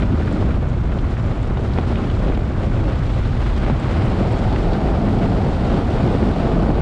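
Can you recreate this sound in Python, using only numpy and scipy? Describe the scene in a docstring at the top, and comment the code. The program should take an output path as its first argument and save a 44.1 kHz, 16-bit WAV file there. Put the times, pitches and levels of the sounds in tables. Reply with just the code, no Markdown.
"""Gravity cart racing into a bend

A cart rolls fast down an asphalt road, heard from a microphone fixed to its body. Wind buffets the
microphone and hisses past. The rough road drums through small wheels into the frame and hollow shell.
Bumps knock, loose fittings rattle, grit ticks, and the tyres scrub in the bend. A limiter tames the bass."""
import sys
import numpy as np
from scipy import signal
from scipy.fft import rfft, irfft
from scipy.io import wavfile
from scipy.ndimage import uniform_filter1d, minimum_filter1d

SR = 44100
rng = np.random.default_rng(int(sys.argv[2]) if len(sys.argv) > 2 else 0)


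def output_pcm(signal):
    """Save a mono or channel-first signal as 16-bit PCM at the path in sys.argv[1].

    Samples are clipped to [-1, 1] before scaling.
    """
    pcm = np.clip(np.atleast_2d(signal).T, -1, 1) * 32767
    wavfile.write(sys.argv[1], SR, np.round(pcm).astype(np.int16))


N = 300321

# Larger bumps and seams in the road: start_s, level_db, contact_s
BUMP_HITS = [(0.361, -19, 0.00039), (0.424, -15, 0.00037), (0.571, -22, 0.00062), (1.506, -16, 0.00063),
             (1.571, -17, 0.00036), (1.7845, -7, .00042), (2.2813, -14.5, .0005), (2.2978, -15.5, .0005),
             (2.3729, -13, .00042), (2.853, -20, 0.00041), (3.663, -16, .00035), (3.6972, -12.5, 0.00032),
             (3.7065, -15, .0006), (4.205, -18, 0.0008), (4.873, -14.5, 0.00048), (6.227, -10, .0007),
             (6.3593, -20, 0.0004), (6.702, -14, 0.00032), (6.781, -12, 0.00037)]
# Louder rattles of loose fittings: start_s, level_db, pitch_hz
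RATTLE_HITS = [(0.0225, -24, 2450), (0.2235, -31, 1700), (0.2768, -27, 1590), (0.5072, -27.5, 1670),
               (0.9205, -27.5, 2280), (0.9874, -29, 3320), (1.1688, -27.5, 1200), (1.5731, -29, 3000),
               (1.776, -24, 1700), (1.8118, -29, 3300), (1.9561, -24, 2660), (1.973, -32, 2800),
               (2.1001, -26, 2900), (2.2825, -28.5, 3500), (2.3216, -28, 2000), (3.6631, -32, 1800),
               (4.527, -26.5, 3700), (4.5597, -23.5, 1880), (4.7321, -25.5, 3880)]
# Grit flicked against the shell: start_s, level_db
GRIT_HITS = [(0.3257, -45), (1.4287, -45), (2.376, -49), (3.7983, -43), (4.3231, -45), (6.119, -48)]
# Notes at which the frame rings: pitch_hz, width_hz, level_db
FRAME_NOTES = [(353, 73, -2), (459.3, 107, -1), (531.4, 131, -2.5), (674, 104, -7), (775, 65, -10),
               (1204, 250, -20), (1498, 84, -20)]

# Tone colours, from low to high: frequency_hz, level_db
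RUSH_COLOUR = [(1800, -2), (2600, -1.5), (3350, -1.5), (4300, -6), (5200, -11.5), (6400, -22),
               (8800, -21.5), (9800, -34)]  # air rushing past
WHISPER_COLOUR = [(4500, -4.5), (5500, 1.5), (6500, -0.5), (7350, 0.5), (7900, -7), (8750, -4),
                  (9600, -18.5), (10500, -14.5), (12000, -28.5)]  # air on the housing's edges
BUFFET_COLOUR = [(15, -9.5), (26, 9.5), (45, 15), (70, 11), (100, -15.5), (160, -27)]  # wind on the microphone
SCRUB_COLOUR = [(420, 0.5), (560, -9), (680, 2.5), (800, -0.5), (920, -4.5), (1300, -33), (3400, -30.5),
                (4600, -27), (6200, -44), (9000, -44.5)]  # tyres slipping sideways
TREAD_COLOUR = [(500, -5), (800, 1.5), (1020, 0), (1480, -1.5), (1680, -6), (2150, -8.5), (3200, -21.5),
                (5000, -35.5)]  # tread slapping the road
THRUM_COLOUR = [(58, -8), (80, 2), (118, -0.8), (143, -6.5), (170, -18.5), (220, -31)]  # wheels shaking on their tyres
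BOOM_COLOUR = [(130, -2), (165, -1.5), (200, -1), (240, -2), (285, -6.5), (345, -8.5), (430, -30.5)]  # the hollow shell

# Slow rises and falls around the usual strength: time_s, level_db
ROAD_SHAKE = [(0.0, 0), (0.04, 4), (0.08, -5), (0.24, -1), (0.44, -0.5), (0.72, -4.5), (0.89, -6.5),
              (0.95, -2), (1.16, -7.5), (1.3, -2.5), (1.46, -8), (1.53, -2.5), (1.66, -4), (2.07, 1),
              (2.16, -3.5), (2.3, 3), (2.38, -3.5), (2.44, -2), (2.56, -5), (2.64, 0.5), (2.74, -3.5),
              (2.86, 3.3), (2.97, -4.5), (3.22, -4), (3.48, -5.5), (3.7, -0.5), (3.76, -4.5), (4.18, 2.5),
              (4.29, -1), (4.81, 3), (5.08, 0), (5.34, 3.5), (5.58, 0), (5.75, 6), (5.82, 0.6), (6.15, 4),
              (6.23, 0), (6.3, 4), (6.34, -1.5), (6.38, 4.5), (6.76, 3)]  # how hard the road shakes the cart
AIR_STRENGTH = [(0.0, 4), (0.08, -3.5), (0.3, 2), (0.48, -0.5), (0.6, -5.5), (0.85, -4.5), (1.32, -1),
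                (1.48, -3.5), (1.72, 0), (2.0, 1.5), (2.32, -1.5), (2.44, -3.5), (2.8, 0.5), (3.45, 2.5),
                (3.69, 4.5), (3.75, -0.5), (3.85, 5), (4.08, 4), (4.55, 4), (5.04, 0.5), (5.28, 2.2),
                (5.6, 3), (5.72, 6), (5.85, 3.5), (6.14, 4.2), (6.45, 2.5), (6.76, -4)]  # airflow past the body
GUST_STRENGTH = [(0, 0.5), (.3, -3), (.5, 11), (.62, -1.5), (.75, 2.5), (1.2, -3), (1.48, -1), (1.65, -3.5),
                 (1.8, -4.5), (2.13, -1.5), (2.28, 8), (2.55, -3.5), (2.95, 4), (3.15, -0.5), (3.35, 3),
                 (3.62, 6), (3.95, -6), (4.55, 3.5), (5.15, -3), (5.35, -1.5), (5.65, -2.5), (6.0, -1.5),
                 (6.15, -4), (6.6, 4)]  # gusts on the microphone
THRUM_STRENGTH = [(0, -.5), (.2, 1.5), (.42, 1.5), (.65, 2), (1.05, -3.5), (1.22, 2), (1.52, -4.5),
                  (1.65, 0.5), (1.97, -0.5), (2.1, 2.5), (2.5, -1), (3.22, 2), (3.37, -3), (4.03, 2.5),
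                  (4.17, -2), (4.28, 2), (4.45, -0.5), (5.3, -0.5), (5.6, -3), (6.05, -1), (6.6, -5.5)]  # the wheels' thrum

# Surges of load that make the shell boom and the frame drum: middle_s, length_s, rise_db
LOAD_SURGES = [(0.03, 0.025, 2.5), (0.13, 0.061, 7), (0.37, 0.36, 3), (4.22, 0.049, 2.5),
               (5.07, 0.087, 7.5), (5.17, 0.13, 4), (5.33, 0.076, 2.5), (6.1, 0.33, 2.5), (6.24, 0.1, 1),
               (6.6, 0.13, 2.5), (6.7, 0.029, 7)]
# Brief dips in the low rumble: middle_s, length_s, change_db
RUMBLE_DIPS = [(0.37, 0.045, -16), (1.16, 0.026, -4), (1.365, 0.018, -14), (2.04, 0.052, -6),
               (2.37, 0.03, -5), (3.815, 0.036, -13), (4.805, 0.043, -10), (6.355, 0.04, -13)]

BEND_START_S, BEND_FULL_S = 3.53, 4.24  # the cart leans into the bend between these times
TURN_IN_S, TURN_IN_LENGTH_S = 3.93, .56  # middle and length of the hardest steering
BEND_CALM = .35  # share by which the sideways load steadies the jolts


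def from_db(db):
    """Turn decibels into a number to multiply by."""
    return 10 ** (np.asarray(db) / 20)


def rms_one(x):
    """Scale a sound to an average strength (rms) of 1."""
    return x / np.sqrt(np.mean(x ** 2) + 1e-20)


def curve(rows):
    """Join (time, value) points with straight lines, one value a sample."""
    times_s, values = np.transpose(rows)
    return np.interp(np.arange(N) / SR, times_s, values)


def swells(rows):
    """Bell-shaped swells, one for each (middle_s, length_s, height) row."""
    t = np.arange(N) / SR
    return sum(height * np.exp(-(2 * (t - s) / length_s) ** 2) for s, length_s, height in rows)


def drift(rate_hz):
    """A smooth random wobble that changes about rate_hz times a second."""
    hz = np.arange(N // 2 + 1) * SR / N
    return rms_one(irfft(rfft(rng.standard_normal(N)) / (1 + (hz / rate_hz) ** 2), N))


def coloured(x, colour):
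    """Give a sound a tone colour that fades steeply beyond the table's ends."""
    hz, db = np.transpose(colour)
    hz = np.r_[hz[0] / 2, hz, hz[-1] * 2, hz[-1] * 4]
    db = np.r_[db[0] - 30, db, db[-1] - 60, db[-1] - 120]
    bins_hz = np.maximum(np.arange(N // 2 + 1) * SR / N, 1)
    gains = from_db(np.interp(np.log(bins_hz), np.log(hz), db))
    return rms_one(irfft(rfft(x) * gains, N))


def evened(x, over_s):
    """Even out swings of level slower than over_s and keep the faster ones."""
    size = int(over_s * SR)
    power = uniform_filter1d(uniform_filter1d(x * x, size), size)
    return rms_one(x / np.sqrt(power + 1e-9))


def ring(x, hz, *widths_hz):
    """Make a sound ring at one pitch, once for each width; narrower rings longer."""
    for width_hz in widths_hz:
        r = np.exp(-np.pi * width_hz / SR)
        feedback = [1, -2 * r * np.cos(2 * np.pi * hz / SR), r * r]
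        x = signal.lfilter(np.array([1, 0, -1]) * (1 - r * r) / 2, feedback, x)
    return x


def keep_side(x, hz, side):
    """Keep the "low" or "high" side of hz and soften the rest."""
    return signal.sosfilt(signal.butter(2, hz, side, fs=SR, output="sos"), x)


def add(out, start_s, sound, peak_db):
    """Mix in a short sound at the given peak level."""
    start = max(round(start_s * SR), 0)
    out[start:start + len(sound)] += (from_db(peak_db) * sound / np.max(np.abs(sound)))[:N - start]


def stones(per_s, spread_db):
    """Random clicks of uneven size: the asphalt's stones meeting the wheels."""
    sizes = from_db(spread_db * np.minimum(rng.exponential(1, N), 4))
    return sizes * rng.choice([-1, 1], N) * (rng.random(N) < per_s / SR)


def jolts(rate_hz=27, settle_s=0.22):
    """Quick, random shaking of the cart with no lasting swell."""
    shake = drift(rate_hz)
    return evened(shake - uniform_filter1d(shake, int(settle_s * SR)), settle_s)


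def frame_ring(push, spread_db):
    """A push rings all the frame's notes, each with a partly random strength."""
    gains = from_db(spread_db * rng.standard_normal(len(FRAME_NOTES)))
    notes = sum((-1) ** k * gains[k] * from_db(db) * ring(push, hz, width_hz)
                for k, (hz, width_hz, db) in enumerate(FRAME_NOTES))
    return keep_side(keep_side(notes, 1700, "low"), 270, "high")


def air_hiss(flow_db, jolt, bend):
    """Air tears past and flutters; the housing's edges add a steadier high whisper."""
    flutter_db = 1.2 * jolt + (1.1 - 0.14 * bend) * drift(57)
    rush_db = -47 + 0.9 * flow_db - 0.64 * bend + flutter_db
    rush = from_db(rush_db) * coloured(rng.standard_normal(N), RUSH_COLOUR)
    whisper_db = -60 + 0.41 * flow_db + 0.5 * flutter_db + 1.3 * drift(40)
    return rush + from_db(whisper_db) * coloured(rng.standard_normal(N), WHISPER_COLOUR)


def wind_buffet(gust_db):
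    """Swirls of air push on the microphone, in gusts with lulls between."""
    level_db = -19.5 + gust_db + drift(23)
    buffet = coloured(rng.standard_normal(N), BUFFET_COLOUR)
    return from_db(level_db) * evened(buffet, over_s=0.15)


def grit(fade_s=0.013, pitch_hz=7550):
    """Small stones tick against the shell with a thin, high ring."""
    out, t = np.zeros(N), np.arange(SR // 20) / SR
    for start_s, db in GRIT_HITS:
        contact = rng.standard_normal(len(t)) * from_db(-60 * t / fade_s)
        add(out, start_s, ring(contact, pitch_hz, 550, 1600), db + 1)
    return out


def chippings(road_db, jolt, pitch_hz=2300):
    """Loose chips of stone crackle under the wheels, most where the road is rough."""
    crackle = ring(stones(per_s=330, spread_db=2.5), pitch_hz, 2400, 2400)
    return from_db(-51 + 0.95 * road_db + jolt) * rms_one(keep_side(crackle, 3800, "low"))


def rattles(fade_s=0.055, bounces_per_s=1700, clack_hz=1400, faint_count=10, faint_db=-30.5):
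    """Loose fittings strike, bounce and clack on the frame; faint ones join in at random."""
    out, t = np.zeros(N), np.arange(SR // 12) / SR
    faint = [(when * N / SR, faint_db, 3200 * 2 ** (pitch - .5))
             for when, pitch in rng.random((faint_count, 2))]
    for start_s, db, pitch_hz in faint + list(RATTLE_HITS):
        bounces = rng.uniform(-1, 1, len(t)) * (rng.random(len(t)) < bounces_per_s / SR)
        bounces[0] = 1  # the first sharp strike
        chatter = bounces * from_db(-60 * t / fade_s)
        for hz, part_db in (pitch_hz, 0), (clack_hz, -3.5):
            ringing = ring(chatter, hz, 2000, 2200)
            add(out, start_s, keep_side(ringing, 1600, "low"), db + part_db)
    return out


def bumps(rise_s=0.002, thud_fade_s=0.071, crack_fade_s=0.009):
    """A wheel is kicked up and drops back; the frame rings, the shell thuds, the joints crack."""
    out, t = np.zeros(N), np.arange(SR // 10) / SR
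    for start_s, db, contact_s in BUMP_HITS:
        from_peak = (t - rise_s) / contact_s
        push = (1 - from_peak ** 2) * np.exp(-from_peak ** 2 / 2) * np.minimum(t / rise_s, 1)
        thud_hz = 230 * np.exp(0.12 * rng.standard_normal())
        thud = np.sin(2 * np.pi * thud_hz * t) * from_db(-60 * t / thud_fade_s)
        burst = rng.standard_normal(len(t)) * from_db(-60 * t / crack_fade_s)
        crack = keep_side(ring(burst, 1900, 1300), 3300, "low")
        add(out, start_s, push, db)
        add(out, start_s, frame_ring(push, spread_db=2.5), db - 9)
        add(out, start_s, thud, db - 7)
        add(out, start_s + rise_s / 2, crack, db - 12.5)
    return keep_side(out, 4200, "low")


def cornering(road_db, bend, sing_hz=1170, rasp_hz=2000):
    """The tread sings and rasps on grit as the cart turns in, then scrubs sideways with a hollow roar."""
    scrub = coloured(stones(per_s=9000, spread_db=4.5), SCRUB_COLOUR)
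    sing = rms_one(ring(rng.standard_normal(N), sing_hz, 300, 700))
    scratches = ring(stones(per_s=2600, spread_db=10.0), rasp_hz, 1400, 1800)
    rasp = rms_one(keep_side(scratches, 3000, "low"))
    steering = swells([(TURN_IN_S, TURN_IN_LENGTH_S, 1)])
    turn_in = steering * (from_db(-40) * sing + from_db(-45) * rasp)
    scrub_db = -32.5 + 0.3 * road_db + 0.64 * drift(40)
    return bend * from_db(scrub_db) * scrub + turn_in


def tyre_roar(road_db, flow_db, jolt):
    """Tread slaps the stones in a gritty roar that grows with road shake, airflow and jolts."""
    tread = coloured(stones(per_s=7000, spread_db=3.5), TREAD_COLOUR)
    level_db = -36.5 + 0.13 * road_db + 0.38 * flow_db + 0.68 * jolt + 1.1 * drift(45)
    return from_db(level_db) * tread


def frame_drumming(road_db, jolt, bend):
    """The road's grain drums on the frame; in the bend it swells with each surge of load."""
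    ringing = frame_ring(stones(per_s=3800, spread_db=3.5), spread_db=0)
    drumming = rms_one(keep_side(ringing, 6000, "low"))
    load_db = bend * (0.7 + 0.29 * swells(LOAD_SURGES))
    return from_db(-29.5 + 0.8 * road_db + load_db + 1.84 * jolt) * drumming


def shell_boom(road_db, bend):
    """The hollow shell booms under load, about an octave above the wheels' thrum."""
    level_db = -24 + 0.77 * road_db + 0.5 * bend + swells(LOAD_SURGES)
    boom = coloured(stones(per_s=2200, spread_db=3.0), BOOM_COLOUR)
    return from_db(level_db) * evened(boom, over_s=0.25)


def wheel_thrum(wheel_db):
    """Waves in the asphalt make the wheels thrum on their tyres."""
    level_db = -20 + wheel_db + 1.5 * drift(18)
    thrum = coloured(rng.standard_normal(N), THRUM_COLOUR)
    return from_db(level_db) * evened(thrum, over_s=0.25)


def scene():
    """Mix wind, rolling and small knocks; the same jolts shake frame, tyres, chippings and air."""
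    road_db, flow_db, dip_db = curve(ROAD_SHAKE), curve(AIR_STRENGTH), swells(RUMBLE_DIPS)
    bend = curve([(BEND_START_S, 0), (BEND_FULL_S, 1)])
    jolt = jolts() * (1 - BEND_CALM * bend)
    rolling = wheel_thrum(curve(THRUM_STRENGTH) + dip_db) + shell_boom(road_db, bend)
    rolling += frame_drumming(road_db, jolt, bend)
    rolling += tyre_roar(road_db, flow_db, jolt) + cornering(road_db, bend)
    knocks = chippings(road_db, jolt) + bumps() + rattles() + grit()
    wind = wind_buffet(curve(GUST_STRENGTH) + dip_db) + air_hiss(flow_db, jolt, bend)
    return (wind + rolling + knocks)[None]


def limit_bass(x, split_hz=150, ceiling_db=-13.5, release_db_per_s=220):
    """A limiter turns the bass down just before it gets too loud, then quickly lets go."""
    bass = signal.sosfiltfilt(signal.butter(2, split_hz, fs=SR, output="sos"), x)
    over_db = np.maximum(20 * np.log10(np.abs(bass) + 1e-9) - ceiling_db, 0)
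    fall_db = release_db_per_s * np.arange(N) / SR
    held_db = np.maximum.accumulate(over_db + fall_db, axis=-1) - fall_db
    gain = uniform_filter1d(minimum_filter1d(from_db(-held_db), size=300), size=300)
    return x + bass * (gain - 1)


def record(dry, cutoff_hz=12500):
    """Limit the bass and cut off the highest treble."""
    return signal.sosfilt(signal.butter(12, cutoff_hz, fs=SR, output="sos"), limit_bass(dry))


dry = scene()
out = record(dry)
output_pcm(out)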